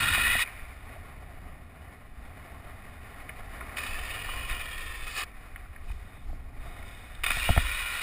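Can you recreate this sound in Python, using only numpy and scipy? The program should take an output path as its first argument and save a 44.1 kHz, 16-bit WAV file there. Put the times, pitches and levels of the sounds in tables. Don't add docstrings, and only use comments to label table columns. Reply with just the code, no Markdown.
import sys
import numpy as np
from scipy import signal
from scipy.fft import rfft, irfft, next_fast_len
from scipy.io import wavfile
from scipy.ndimage import uniform_filter1d, map_coordinates

SR = 44100
rng = np.random.default_rng(int(sys.argv[2]) if len(sys.argv) > 2 else 0)


def waveform_to_disk(signal):
    frames = np.transpose(np.atleast_2d(signal))
    scaled = np.clip(frames, -1, 1) * 32767
    samples = np.round(scaled).astype(np.int16)
    wavfile.write(sys.argv[1], SR, samples)


N = 353681
TIME_S = np.arange(N) / SR
FREQ_HZ = np.fft.rfftfreq(8192, 1 / SR)

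# start/s, end/s, level/dB, fade/(dB/s), relative hiss/dB, body growth/(dB/s), grip swell/dB,
# case weight, chatter/dB
SLIDES = [(0.0, 0.437, -26, 0, -20.5, -5, -4, 1.1, 0), (3.764, 5.245, -39.5, 1.5, -15, 0, 11.5, 0.73, 1.4),
          (7.315, 8.2, -33, 3, -12.5, 3.5, 0, 0.81, -0.1)]
# t/s, lower f/Hz, lower gain, upper gain
SCRAPE_TONES = [
    [(0.08, 1670, 1.2, 0.36), (0.22, 1780, 1.4, 0.11), (0.33, 1980, 2.1, 0.3), (0.43, 2070, 3.2, 0.54)],
    [(3.85, 1760, 0.41, 0.1), (4.0, 1760, 0.05, 0.7), (4.42, 1730, 0.05, 1.4), (4.68, 1950, 0.05, 1.9),
     (5.05, 2050, 0.05, 1.1), (5.15, 2270, 0.05, 0.1)],
    [(7.33, 1460, 0.1, 0.6), (7.46, 1670, 0.41, 1.9), (7.56, 1900, 0.28, 1.1), (7.66, 2130, 0.48, 0.4),
     (7.8, 2400, 0.09, 0.59), (7.98, 2540, 0.12, 1.5)],
]
# t/s, level/dB, treble tilt/dB
ROLL = [(0.46, -45, 5.5), (0.68, -51.5, 1.5), (0.95, -50.5, -1), (1.48, -52.5, -3.5), (1.66, -55.5, -3),
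        (1.81, -51.5, -3), (2.1, -55.5, -1.5), (2.38, -50.5, -2.5), (3.2, -49.5, -1), (3.65, -45.5, -1.5),
        (4.4, -45.5, 0.5), (4.75, -53.5, -0.5), (5.3, -53.5, 1), (5.52, -53, 1.5), (5.66, -54, -0.5),
        (6.5, -56.5, -3.5), (6.66, -49, -3.5), (7.2, -52.5, 1.5)]
# t/s, half length/s, level/dB
JUDDERS = [(0.07, 0.074, -35), (0.26, 0.076, -39.5), (4.367, 0.035, -51), (6.336, 0.039, -46)]
# t/s, level/dB, rise/s
BITES = [(.017, -30.5, 0.015), (.128, -24.5, 0.016), (.263, -27, 0.0044), (0.387, -24, 0.006),
         (0.425, -46, 0.0031), (3.768, -33, 0.0032), (3.776, -31, 0.0082), (3.833, -34.5, 0.0047),
         (3.862, -32, 0.0057), (4.1, -37, 0.0077), (4.483, -34, 0.022), (4.593, -36, .014),
         (5.074, -42, 0.0036), (5.878, -53, 0.012), (5.912, -46.5, 0.0045), (6.145, -56.5, 0.014),
         (7.234, -23, 0.0074), (7.26, -24.5, 0.0058), (7.271, -30, 0.018), (7.3042, -25, 0.0028),
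         (7.312, -29, 0.0045)]
# t/s, relative clack/dB, clack cutoff/Hz, relative thud/dB
JOLTS = [(.177, -21.5, 900, -22), (0.351, -20, 1090, -25), (7.304, -24.5, 1610, -28),
         (7.369, -25.5, 900, -21), (7.49, -9.5, 800, -17), (7.503, -18, 500, -4.5), (7.563, -18, 800, -26),
         (7.576, -13.5, 2600, -3.5)]
# f/Hz, level/dB, t60/s
CLACK_MODES = [(186, -2, 0.026), (242, -8.5, 0.079), (586, 1.5, 0.012), (696, 4.5, 0.03), (860, 4.5, 0.01),
               (1360, 1.5, 0.032), (1803, 1, 0.035), (2170, -1, 0.021)]
THUD_MODES = [(35, -8.5, 0.26), (68.6, 1.5, 0.056), (110, -17, 0.092)]
# t/s, level/dB, centre f/Hz
TICKS = [(0.9, -53, 610), (0.962, -48, 700), (1.45, -55, 785), (3.292, -36.5, 2220), (3.608, -38.5, 2260),
         (3.612, -39, 1330), (4.288, -35.5, 1450), (5.56, -39.5, 2340), (5.658, -52, 1480),
         (5.761, -45, 1890), (5.9, -50, 1100), (6.296, -52.5, 860), (6.328, -49, 752), (7.15, -50, 3800)]
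# t/s, level/dB, fade/(dB/s)
WHINES = [(0.436, -47, 49), (5.24, -62, 19)]
# start/s, end/s, level/dB, fade/(dB/s)
CARVES = [(0.44, 1.1, -63, 10), (5.86, 6.26, -63.5, -2), (6.61, 6.84, -55.5, 8), (6.843, 7.25, -51.5, 20)]
# t/s, half length/s, level/dB
GUSTS = [(0.113, 0.048, -42), (0.324, 0.065, -39), (4.014, 0.14, -40), (4.354, 0.078, -34.5),
         (4.537, 0.059, -27.5), (4.84, 0.18, -40), (5.933, 0.07, -31), (6.327, 0.091, -36),
         (6.8, 0.35, -42), (7.486, 0.17, -32.5)]
# f/Hz, width/Hz, gain/dB
CASE_MODES = [(267, 33, 2.5), (406, 117, 6), (732, 330, 9), (1063, 87, 5), (1200, 160, 5.5), (1408, 120, 7),
              (1847, 390, 8), (2199, 240, 10), (2487, 285, 13), (2938, 210, 10), (3296, 81, 7.5),
              (3643, 390, 16.5), (4430, 130, -7), (3840, 37, 3.5), (4920, 170, 4), (5160, 210, -1.5)]
# f/Hz, relative level/dB
FIRST_PUCK_SPECTRUM = [(180, -46), (300, -37), (893, -16.5), (1420, -6.5), (1570, -12), (1850, -5.5),
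                       (2340, -12.5), (2530, -1), (3090, -11), (3680, -6), (6000, -11.5), (7800, -56),
                       (13200, -120)]
DRIFT_SPECTRUM = [(120, -27), (200, -21), (730, -13.5), (904, -20.5), (1060, -2.5), (1530, -13), (1840, 0),
                  (2090, -12), (2510, -0.5), (2740, -7.5), (3800, -16), (4330, -16), (4750, -14),
                  (6000, -22.5), (7800, -44), (13200, -120)]
LAST_PUCK_SPECTRUM = [(180, -55), (300, -28), (678, -12), (882, -14.5), (1090, -3.5), (1600, -3.5),
                      (1850, 0), (2150, -2.5), (2480, 1.5), (3090, -7), (3680, -9.5), (4500, -18),
                      (4900, -16.5), (6000, -18.5), (7800, -79), (13200, -120)]
ROLL_SPECTRUM = [(160, -52.5), (280, -6.5), (357, -9), (505, -6.5), (714, -2), (971, -7.5), (1060, -2),
                 (1560, -5.5), (1940, -1), (3330, -17.5), (3690, -19), (6000, -24.5), (7800, -70),
                 (13200, -120)]
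RUMBLE_SPECTRUM = [(26, -12), (45, -11), (71, 2.5), (168, -13.5), (221, -14.5), (258, -14), (355, -27),
                   (400, -25.5), (520, -45), (880, -120)]
SCRUB_SPECTRUM = [(1000, -12), (2200, -2), (2900, -11), (3200, -9), (3450, -6), (3670, -10.5), (3950, -10),
                  (4450, -28.5), (4800, -14), (6000, -19)]
WIND_SPECTRUM = [(5, -8.5), (22, 4), (42, -3), (58, -2), (80, -12), (130, -41.5), (300, -33.5),
                 (1000, -50.5)]


def slide(row, spectrum, tones):
    start_s, end_s, db, fade_db_s, hiss_db, growth_db_s, grip_db, case_weight, chatter_db = row
    length_s = end_s - start_s
    age_s = np.clip(TIME_S - start_s, 0, length_s)
    unload_s = 0.052 * length_s
    level_db = db - fade_db_s * age_s + grip_db * hump(end_s - 0.047, half_s=0.036)
    level_db += 0.4 * wander(rate_hz=19)
    light_db = 5 * np.exp(-age_s / 0.12) + 7.5 * hump(end_s - unload_s, unload_s)
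    slips = grit(hits_per_s=3000, spread_db=3, bed=0.7) * gain(chatter_db * wander(rate_hz=68))
    scrape = coloured(slips, spectrum, case_weight)
    hiss = treble(scrape, edge_hz=3560)
    body = scrape - treble(scrape, edge_hz=2700)
    middle = scrape - hiss - body
    body_gain = gain(growth_db_s * (age_s - length_s / 2))
    sound = middle + body * body_gain + unit_rms(hiss) * gain(hiss_db + light_db)
    return (sound + scrape_tones(sound, tones)) * gain(level_db) * gate(start_s, end_s, edge_s=0.011)


def scrape_tones(scrape, tones, width_hz=193, upper_ratio=1.685):
    hz, lower, upper = curves(tones)
    hz = hz * (1 + 0.014 * wander(rate_hz=11))
    return sum(share * resonate(scrape, hz * ratio, width_hz) * gain(1.7 * wander(rate_hz=16))
               for ratio, share in [(1, lower), (upper_ratio, upper)])


def body_reflection(x, share, delay_s, sway):
    lag_s = delay_s * (1 + sway * wander(rate_hz=0.33))
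    echo = map_coordinates(x, [(TIME_S - lag_s) * SR], order=1)
    return (x + share * echo) / np.hypot(1, share)


def rolling(cruise_db=-49):
    level_db, tilt_db = curves(ROLL)
    stones = grit(hits_per_s=2200, spread_db=1, bed=1) * gain(1.16 * wander(rate_hz=16))
    patter = coloured(stones, ROLL_SPECTRUM, case_weight=0.86)
    bright = treble(patter, edge_hz=1070)
    wheels = (patter - bright) * gain(-tilt_db / 2) + bright * gain(tilt_db / 2)
    rumble = coloured(rng.standard_normal(N), RUMBLE_SPECTRUM, case_weight=0.5)
    rumble_db = -49.5 + 0.49 * (level_db - cruise_db) - 0.96 * tilt_db
    return wheels * gain(level_db) + rumble * swelling(rumble_db, JUDDERS)


def bites():
    force = np.zeros(N)
    for at_s, db, rise_s in BITES:
        rise = TIME_S[:SR // 5] / rise_s
        add(force, at_s, gain(db) * (rise * np.exp(1 - rise)) ** 1.8)
    return force * coloured(rng.standard_normal(N), LAST_PUCK_SPECTRUM, case_weight=1.55)


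def jolts():
    out, t = np.zeros(N), TIME_S[:SR // 4]

    def mode(hz, db, t60_s):
        return gain(db - 60 * t / t60_s) * np.sin(2 * np.pi * hz * t)

    for at_s, clack_db, cutoff_hz, thud_db in JOLTS:
        clack = sum((-1) ** k * mode(hz, db, t60_s) / np.hypot(1, (hz / cutoff_hz) ** 2)
                    for k, (hz, db, t60_s) in enumerate(CLACK_MODES))
        thud = sum(mode(*row) for row in THUD_MODES)
        add(out, at_s, gain(clack_db - 7) * clack - gain(thud_db - 6.5) * thud)
    return out


def ticks(decay_s, half_width_oct):
    out, t = np.zeros(N), TIME_S[:SR // 10]
    for at_s, db, hz in TICKS:
        burst = rng.standard_normal(len(t)) * np.exp(-t / decay_s)
        skirts = (np.log2((FREQ_HZ + 1) / hz) / half_width_oct) ** 4
        top_cut = (FREQ_HZ / hz) ** 14
        tick = filtered(burst, 1.6 * case_db() - 10 * np.log10(1 + skirts + top_cut))
        add(out, at_s, gain(db) * tick / np.std(tick[:SR // 150]))
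    return out


def whine(hz, width_hz):
    note = grit(hits_per_s=2500, spread_db=4, bed=0.87)
    for _ in range(2):
        note = resonate(note, np.full(N, hz), width_hz)
    envelope = sum((TIME_S > at_s) * gain(db - fade_db_s * np.maximum(TIME_S - at_s, 0))
                   for at_s, db, fade_db_s in WHINES)
    return unit_rms(note) * envelope


def scrub():
    creep = grit(hits_per_s=2900, spread_db=3.5, bed=0.58)
    envelope = np.zeros(N)
    for start_s, end_s, db, fade_db_s in CARVES:
        age_s = np.clip(TIME_S - start_s, 0, end_s - start_s)
        envelope += gate(start_s, end_s, edge_s=0.037) * gain(db - fade_db_s * age_s)
    return coloured(creep, SCRUB_SPECTRUM, case_weight=1.9) * envelope


def wind(headwind_db, swing_db):
    eddies = coloured(rng.standard_normal(N), WIND_SPECTRUM, case_weight=0)
    return eddies * swelling(headwind_db, GUSTS) * gain(swing_db * wander(rate_hz=2.6))


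def grit(hits_per_s, spread_db, bed):
    sizes = gain(spread_db * np.minimum(rng.exponential(1, N), 4))
    hits = sizes * rng.choice([-1, 1], N) * (rng.random(N) < hits_per_s / SR)
    return unit_rms(unit_rms(hits) + bed * rng.standard_normal(N))


def case_db():
    peaks_db = sum(db / (1 + (2 * (FREQ_HZ - hz) / width_hz) ** 2) for hz, width_hz, db in CASE_MODES)
    return peaks_db - uniform_filter1d(peaks_db, size=150)


def coloured(x, spectrum, case_weight):
    hz, db = np.transpose(spectrum)
    source_db = np.interp(np.log(FREQ_HZ + 1), np.log(hz + 1), db)
    return unit_rms(filtered(x, source_db + case_weight * case_db()))


def filtered(x, db):
    log_gain = np.log(gain(np.maximum(db - db.max(), -100)))
    mirrored = np.concatenate([log_gain, log_gain[-2:0:-1]])
    taps = np.fft.ifft(np.exp(np.conj(signal.hilbert(mirrored)))).real
    return signal.oaconvolve(x, taps[:len(FREQ_HZ)])[:len(x)]


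def resonate(x, hz, width_hz):
    carrier = np.exp(2j * np.pi * np.cumsum(hz) / SR)
    pole = np.exp(-np.pi * width_hz / SR)
    return 2 * (carrier * signal.lfilter([1 - pole], [1, -pole], x / carrier)).real


def treble(x, edge_hz):
    return signal.sosfiltfilt(signal.butter(4, edge_hz, "high", fs=SR, output="sos"), x)


def wander(rate_hz):
    length = next_fast_len(N)
    hz = np.fft.rfftfreq(length, 1 / SR)
    spectrum = rfft(rng.standard_normal(length)) / (1 + (hz / rate_hz) ** 2)
    return unit_rms(irfft(spectrum, length)[:N])


def swelling(base_db, swells):
    swell_power = sum(gain(db) ** 2 * hump(at_s, half_s) for at_s, half_s, db in swells)
    return np.sqrt(gain(base_db) ** 2 + swell_power)


def hump(at_s, half_s):
    return np.exp(-np.minimum(((TIME_S - at_s) / half_s) ** 2, 50))


def gate(start_s, end_s, edge_s):
    return np.clip(np.minimum(TIME_S - start_s, end_s - TIME_S) / edge_s + 0.5, 0, 1)


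def curves(rows):
    times_s, *columns = np.transpose(rows)
    return [np.interp(TIME_S, times_s, column) for column in columns]


def add(mix, at_s, sound):
    part = mix[max(round(at_s * SR), 0):][:len(sound)]
    part += sound[:len(part)]


def gain(db):
    return 10 ** (np.asarray(db) / 20)


def unit_rms(x):
    return x / np.sqrt(np.mean(x ** 2) + 1e-20)


def scene():
    spectra = FIRST_PUCK_SPECTRUM, DRIFT_SPECTRUM, LAST_PUCK_SPECTRUM
    slides = sum(slide(*parts) for parts in zip(SLIDES, spectra, SCRAPE_TONES))
    slides = body_reflection(slides, share=0.43, delay_s=0.002042, sway=0.1)
    knocks = ticks(decay_s=0.0044, half_width_oct=0.39) + bites() + jolts()
    ride = rolling() + wind(headwind_db=-48, swing_db=3) + scrub() + whine(hz=2340, width_hz=320)
    return (slides + knocks + ride)[None]


def record(dry):
    hold_hz, alias_cut_hz, edge_hz = 12000, 5800, 15400
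    smooth = signal.oaconvolve(dry, signal.firwin(101, alias_cut_hz, fs=SR)[None], "same")
    slow = signal.resample_poly(smooth, hold_hz, SR, axis=1)
    held = signal.resample_poly(np.repeat(slow, 4, axis=1), SR, 4 * hold_hz, axis=1)[:, :N]
    band_limit = signal.firwin(511, edge_hz, window=("kaiser", 9), fs=SR)
    return signal.oaconvolve(held, band_limit[None], "same")


dry = scene()
out = record(dry)
waveform_to_disk(out)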